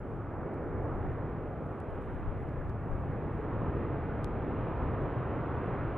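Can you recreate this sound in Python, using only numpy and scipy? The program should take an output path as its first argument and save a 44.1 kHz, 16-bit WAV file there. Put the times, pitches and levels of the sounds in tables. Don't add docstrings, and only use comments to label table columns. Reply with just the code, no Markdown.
import sys
import numpy as np
from scipy import signal
from scipy.fft import rfft, irfft, next_fast_len
from scipy.io import wavfile
from scipy.ndimage import uniform_filter1d, map_coordinates

SR = 44100
rng = np.random.default_rng(int(sys.argv[2]) if len(sys.argv) > 2 else 0)


def unload_wav(signal):
    wavfile.write(
        sys.argv[1],
        SR,
        np.round(np.clip(np.atleast_2d(signal).T, -1, 1) * 32767).astype(np.int16),
    )


def decibels_to_gain(level_db):
    exponent = np.asarray(level_db, float) / 20
    return 10 ** exponent


N = 263277

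# time in seconds, jet strength in dB, vent throb over the jet in dB,
# clearness of the air path in dB.
FOUNTAIN_COURSE = [(0, -45.5, 2.5, -0.5), (.15, -43, 1.5, -0.5), (.4, -39.5, -2.5, -2),
                   (.82, -37.5, -1, -2.5), (1.1, -39.5, 1, -0.6), (1.6, -42.5, 0, -.5),
                   (1.95, -42.5, -0.5, .5), (2.3, -42, 2, 0.4), (2.8, -42, 4, -0.5), (3.3, -40, 4, 0),
                   (3.6, -38, 1, 0), (4.2, -38.5, 3, .5), (4.7, -37.5, 0.5, 0.8), (4.95, -37, 3, .5),
                   (5.2, -37.5, 0.5, 1), (5.6, -38, 2, 1), (5.97, -36, -0.5, 0.5)]
# frequency in Hz, level in dB per Hz.
ROAR_SPECTRUM = [(12, -43), (20, -10.5), (50, -4), (100, -1), (140, -2), (195, -10), (300, -9), (447, -9.5),
                 (620, -14.5), (1250, -17.5), (2500, -35.5), (3300, -46.5), (4000, -56.5), (4800, -68),
                 (7000, -100)]
# frequency in Hz, left over right in dB,
# lead of the right port in radians.
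PORT_DIFFERENCES = [(59.5, 1.5, 0.23), (170, 0.5, 0.39), (215, 2, 0.44), (302, -2.5, -0.016),
                    (402, -0.4, 0.23), (550, -2.5, 0.32), (617, -1, 0.41), (670, -5, -0.038),
                    (780, 2.5, .08), (900, -2.5, 0.47), (1100, -1.5, -.07), (1530, -1, -0.14),
                    (1750, -3.5, -0.15), (2120, 0.5, -0.7), (2350, -1.5, 0)]
# frequency in Hz, likeness from 0 to 1.
PORT_LIKENESS = [(100, 1), (200, 0.99), (400, 0.99), (620, 1), (1200, .99), (1900, 1), (2600, 1),
                 (4000, 0.91)]
# time of the peak in seconds, peak level in dB, length in seconds.
GUST_SWELLS = [(.08, -49.5, 0.45), (.78, -47.5, .2), (1.05, -40, 0.22), (1.6, -52.5, .5), (1.97, -44, .25),
               (2.27, -42, 0.41), (2.7, -49, 0.45), (3.05, -49, .4), (3.6, -48, 0.18), (4.05, -52, .2),
               (4.75, -55.5, .3)]
# frequency in Hz, level in dB.
BUFFET_SPECTRUM = [(12, -13), (25, -1), (45, 1), (75, -14.5), (150, -22.5), (400, -60.5), (900, -120)]
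# time in seconds, peak level in dB, length in ms, left over right in dB.
WIND_PUFFS = [
    (.95, -34, 30, 7),
    (2.122, -35, 22, 8),
    (2.288, -33.5, 27, 16),
    (2.6, -36, 28, 13),
    (2.931, -32, 32, 13),
]
# time of the peak in seconds, peak level in dB, length in seconds.
RUSTLE_SWELLS = [
    (2.3, -91.5, 2.6),
    (.1, -93, .4),
    (.95, -92, .6),
    (1.7, -94, .2),
    (2.04, -92, .25),
    (2.4, -94, 0.18),
    (2.62, -94, .2),
    (2.95, -91.5, .3),
    (3.36, -92, .2),
    (5.8, -98, .5),
]
# time in seconds, dull peak in dB, bright peak in dB, bright pitch in Hz,
# left over right in dB.
GRIT_GRAINS = [(0.3622, -73, -68.5, 9800, 1.5), (0.3891, -79, -72, 10800, 3),
               (0.5429, -62, -56.5, 10360, 2), (0.643, -67, -66, 8540, 1), (0.8403, -77, -66, 10500, -1),
               (1.2039, -75.5, -73.5, 9300, 7.5), (1.6335, -68, -70.5, 8500, 12),
               (1.8028, -56, -50, 9230, 16), (1.9042, -82, -56.5, 12340, -6.5),
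               (1.91, -84, -72.5, 12600, -2), (2.1031, -78, -64.5, 12570, 3), (2.4926, -58, -76, 9300, 4),
               (2.6959, -50.5, -62.5, 9000, 7), (2.8381, -76, -81, 10500, 0),
               (2.9361, -61, -62, 10860, 0.5), (3.349, -66, -68, 10300, -1), (3.8395, -65.5, -65, 9400, -4),
               (4.2448, -33.5, -39, 9070, 13.5), (5.0226, -66.5, -57.5, 9300, 16),
               (5.1442, -68, -70.5, 10560, 1), (5.3587, -76.5, -68.5, 9200, 6),
               (5.6579, -66.5, -61, 9350, -1)]
# frequency in Hz, level in dB.
HISS_SPECTRUM = [(1000, -7), (5000, 0), (6500, -2.5), (8500, -2.5), (12000, -4), (16000, -10)]

BOOM_TOP_HZ, RUSH_FOOT_HZ, SPRAY_FOOT_HZ = 190, 740, 2200
BOOM_DB, BODY_DB, RUSH_DB, SPRAY_DB = 0.5, 0, -7.5, -24
RUSH_GROWS, SPRAY_GROWS = 0.96, 0.93
SPRAY_CLEARS = 2.8
CALM_DB, CALMING_DB_PER_S = -55.5, 1.1
FAINT_TOP_HZ = 12100


def unit(x):
    return x / np.sqrt(np.mean(x ** 2) + 1e-20)


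def along(points, hz, axis=1):
    table = np.transpose(points)
    return np.interp(np.log(hz + 1), np.log(table[0] + 1), table[axis])


def curves(rows):
    s, *columns = np.transpose(rows)
    return [np.interp(np.arange(N) / SR, s, column) for column in columns]


def wobble(rate):
    knots = rng.standard_normal(int(N * rate / SR) + 4)
    return map_coordinates(knots, [np.arange(N) * rate / SR])


def swells(rows):
    t = np.arange(N) / SR
    power = sum(decibels_to_gain(2 * db) * np.exp(-(2 * (t - s) / length) ** 2 * 2) for s, db, length in rows)
    return np.sqrt(power)


def filtered(x, response):
    m = next_fast_len(N + SR // 2)
    hz = np.fft.rfftfreq(m, 1 / SR)
    return irfft(rfft(x, m) * response(hz), m)[..., :N]


def above(hz, edge_hz):
    return 1 / (1 + (edge_hz / (hz + 1)) ** 8)


def turbulence(patchy_db):
    z = signal.stft(rng.standard_normal((2, N + 1024)), nperseg=1024)[2]
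    patches = uniform_filter1d(rng.standard_normal(z.shape[1:]), size=8, axis=0)
    patches = uniform_filter1d(patches, size=16, axis=1)
    return signal.istft(z * decibels_to_gain(patchy_db * unit(patches)), nperseg=1024)[1][:, :N]


def from_afar(share, patchy_db):
    def common_and_scattered(hz):
        colour = decibels_to_gain(along(ROAR_SPECTRUM, hz)) * np.sqrt(share(hz))
        turn = np.arccos(np.clip(along(PORT_LIKENESS, hz), -1, 1)) / 2
        return colour * [np.cos(turn), np.sin(turn)]

    def ports(hz):
        level = decibels_to_gain(along(PORT_DIFFERENCES, hz) / 2)
        left = level * np.exp(-.5j * along(PORT_DIFFERENCES, hz, axis=2))
        return np.array([left, 1 / left])

    mid, side = filtered(turbulence(patchy_db), common_and_scattered)
    return unit(filtered(np.array([mid + side, mid - side]), ports))


def fountain():
    jet_db, throb_db, clear_db = curves(FOUNTAIN_COURSE)
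    surge_db = jet_db - jet_db.mean()

    def between(low_hz, high_hz):
        return lambda hz: above(hz, low_hz) * (1 - above(hz, high_hz))

    boom = from_afar(lambda hz: 1 - above(hz, BOOM_TOP_HZ), patchy_db=0.03)
    boom = boom * decibels_to_gain(surge_db + throb_db + BOOM_DB)
    body = from_afar(between(BOOM_TOP_HZ, RUSH_FOOT_HZ), patchy_db=1.1)
    body = body * decibels_to_gain(surge_db + BODY_DB)
    rush = from_afar(between(RUSH_FOOT_HZ, SPRAY_FOOT_HZ), patchy_db=0.96)
    rush = rush * decibels_to_gain(RUSH_GROWS * surge_db + clear_db + RUSH_DB)
    spray = from_afar(lambda hz: above(hz, SPRAY_FOOT_HZ), patchy_db=0.5)
    spray = spray * decibels_to_gain(SPRAY_GROWS * surge_db + SPRAY_CLEARS * clear_db + SPRAY_DB)
    return decibels_to_gain(jet_db.mean() + 0.25 * wobble(3)) * (boom + body + rush + spray)


def gusts():
    t = np.arange(N) / SR
    lumps = decibels_to_gain(3.3 * np.array([wobble(21), wobble(21)]))
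    noise = filtered(rng.standard_normal((2, N)), lambda hz: decibels_to_gain(along(BUFFET_SPECTRUM, hz)))
    breeze = decibels_to_gain(CALM_DB - CALMING_DB_PER_S * t)
    strength = np.hypot(swells(GUST_SWELLS), breeze)
    wind = strength * decibels_to_gain(np.array([[2], [-2]])) * unit(lumps * noise)
    for s, db, ms, pan_db in WIND_PUFFS:
        u = (t - s) / (ms / 4000)
        push = (1 - u * u) * np.exp(-u * u / 2)
        wind = wind + decibels_to_gain(db + np.array([[pan_db / 2], [-pan_db / 2]])) * push
    return wind


def rustle():
    crackle = rng.standard_normal(N) * decibels_to_gain(3 * wobble(60))
    thin = filtered(crackle, lambda hz: np.sqrt(above(hz, 6000)) * (hz < FAINT_TOP_HZ))
    return swells(RUSTLE_SWELLS) * unit(thin)


def grit():
    out = np.zeros((2, N + SR))
    t = np.arange(200) / SR
    draws = rng.standard_normal((len(GRIT_GRAINS), 2, len(t)))
    for (s, dull_db, bright_db, bright_hz, pan_db), noise in zip(GRIT_GRAINS, draws):
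        dull = np.sin(2 * np.pi * 3700 * t) * decibels_to_gain(dull_db + 10.5 - 60 * t / 0.00056)
        bright = np.sin(2 * np.pi * bright_hz * t) * decibels_to_gain(bright_db + 8 - 60 * t / 0.00075)
        rattle = noise * decibels_to_gain(max(dull_db, bright_db) - 22.0 - 60 * t / .003)
        left_share = 1 / (1 + decibels_to_gain(-2 * pan_db))
        snap = (dull + bright) * np.sqrt([[left_share], [1 - left_share]]) + rattle
        start = round(s * SR) - 3
        out[:, start:start + len(t)] += snap

    def housing_and_ground(hz):
        band = np.sqrt(above(hz, 2000) * (1 - above(hz, 13000))) * (1 - above(hz, 13200)) ** 2
        echo = 1 + decibels_to_gain(-20) * np.exp(-2j * np.pi * hz * .0057)
        return band * echo

    return filtered(out[:, :N], housing_and_ground)


def scene():
    return fountain() + gusts() + rustle() + grit()


def roll_off(x):
    return signal.sosfilt(signal.butter(12, 14200, fs=SR, output="sos"), x)


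def record(dry):
    hiss = filtered(rng.standard_normal((2, N)),
                    lambda hz: decibels_to_gain(along(HISS_SPECTRUM, hz)) * (hz < FAINT_TOP_HZ))
    opening = np.sin(np.pi / 2 * np.clip(np.arange(N) / (.006 * SR), 0, 1)) ** 2
    return roll_off(dry * opening + decibels_to_gain(-87.0) * unit(hiss))


dry = scene()
out = record(dry)
unload_wav(out)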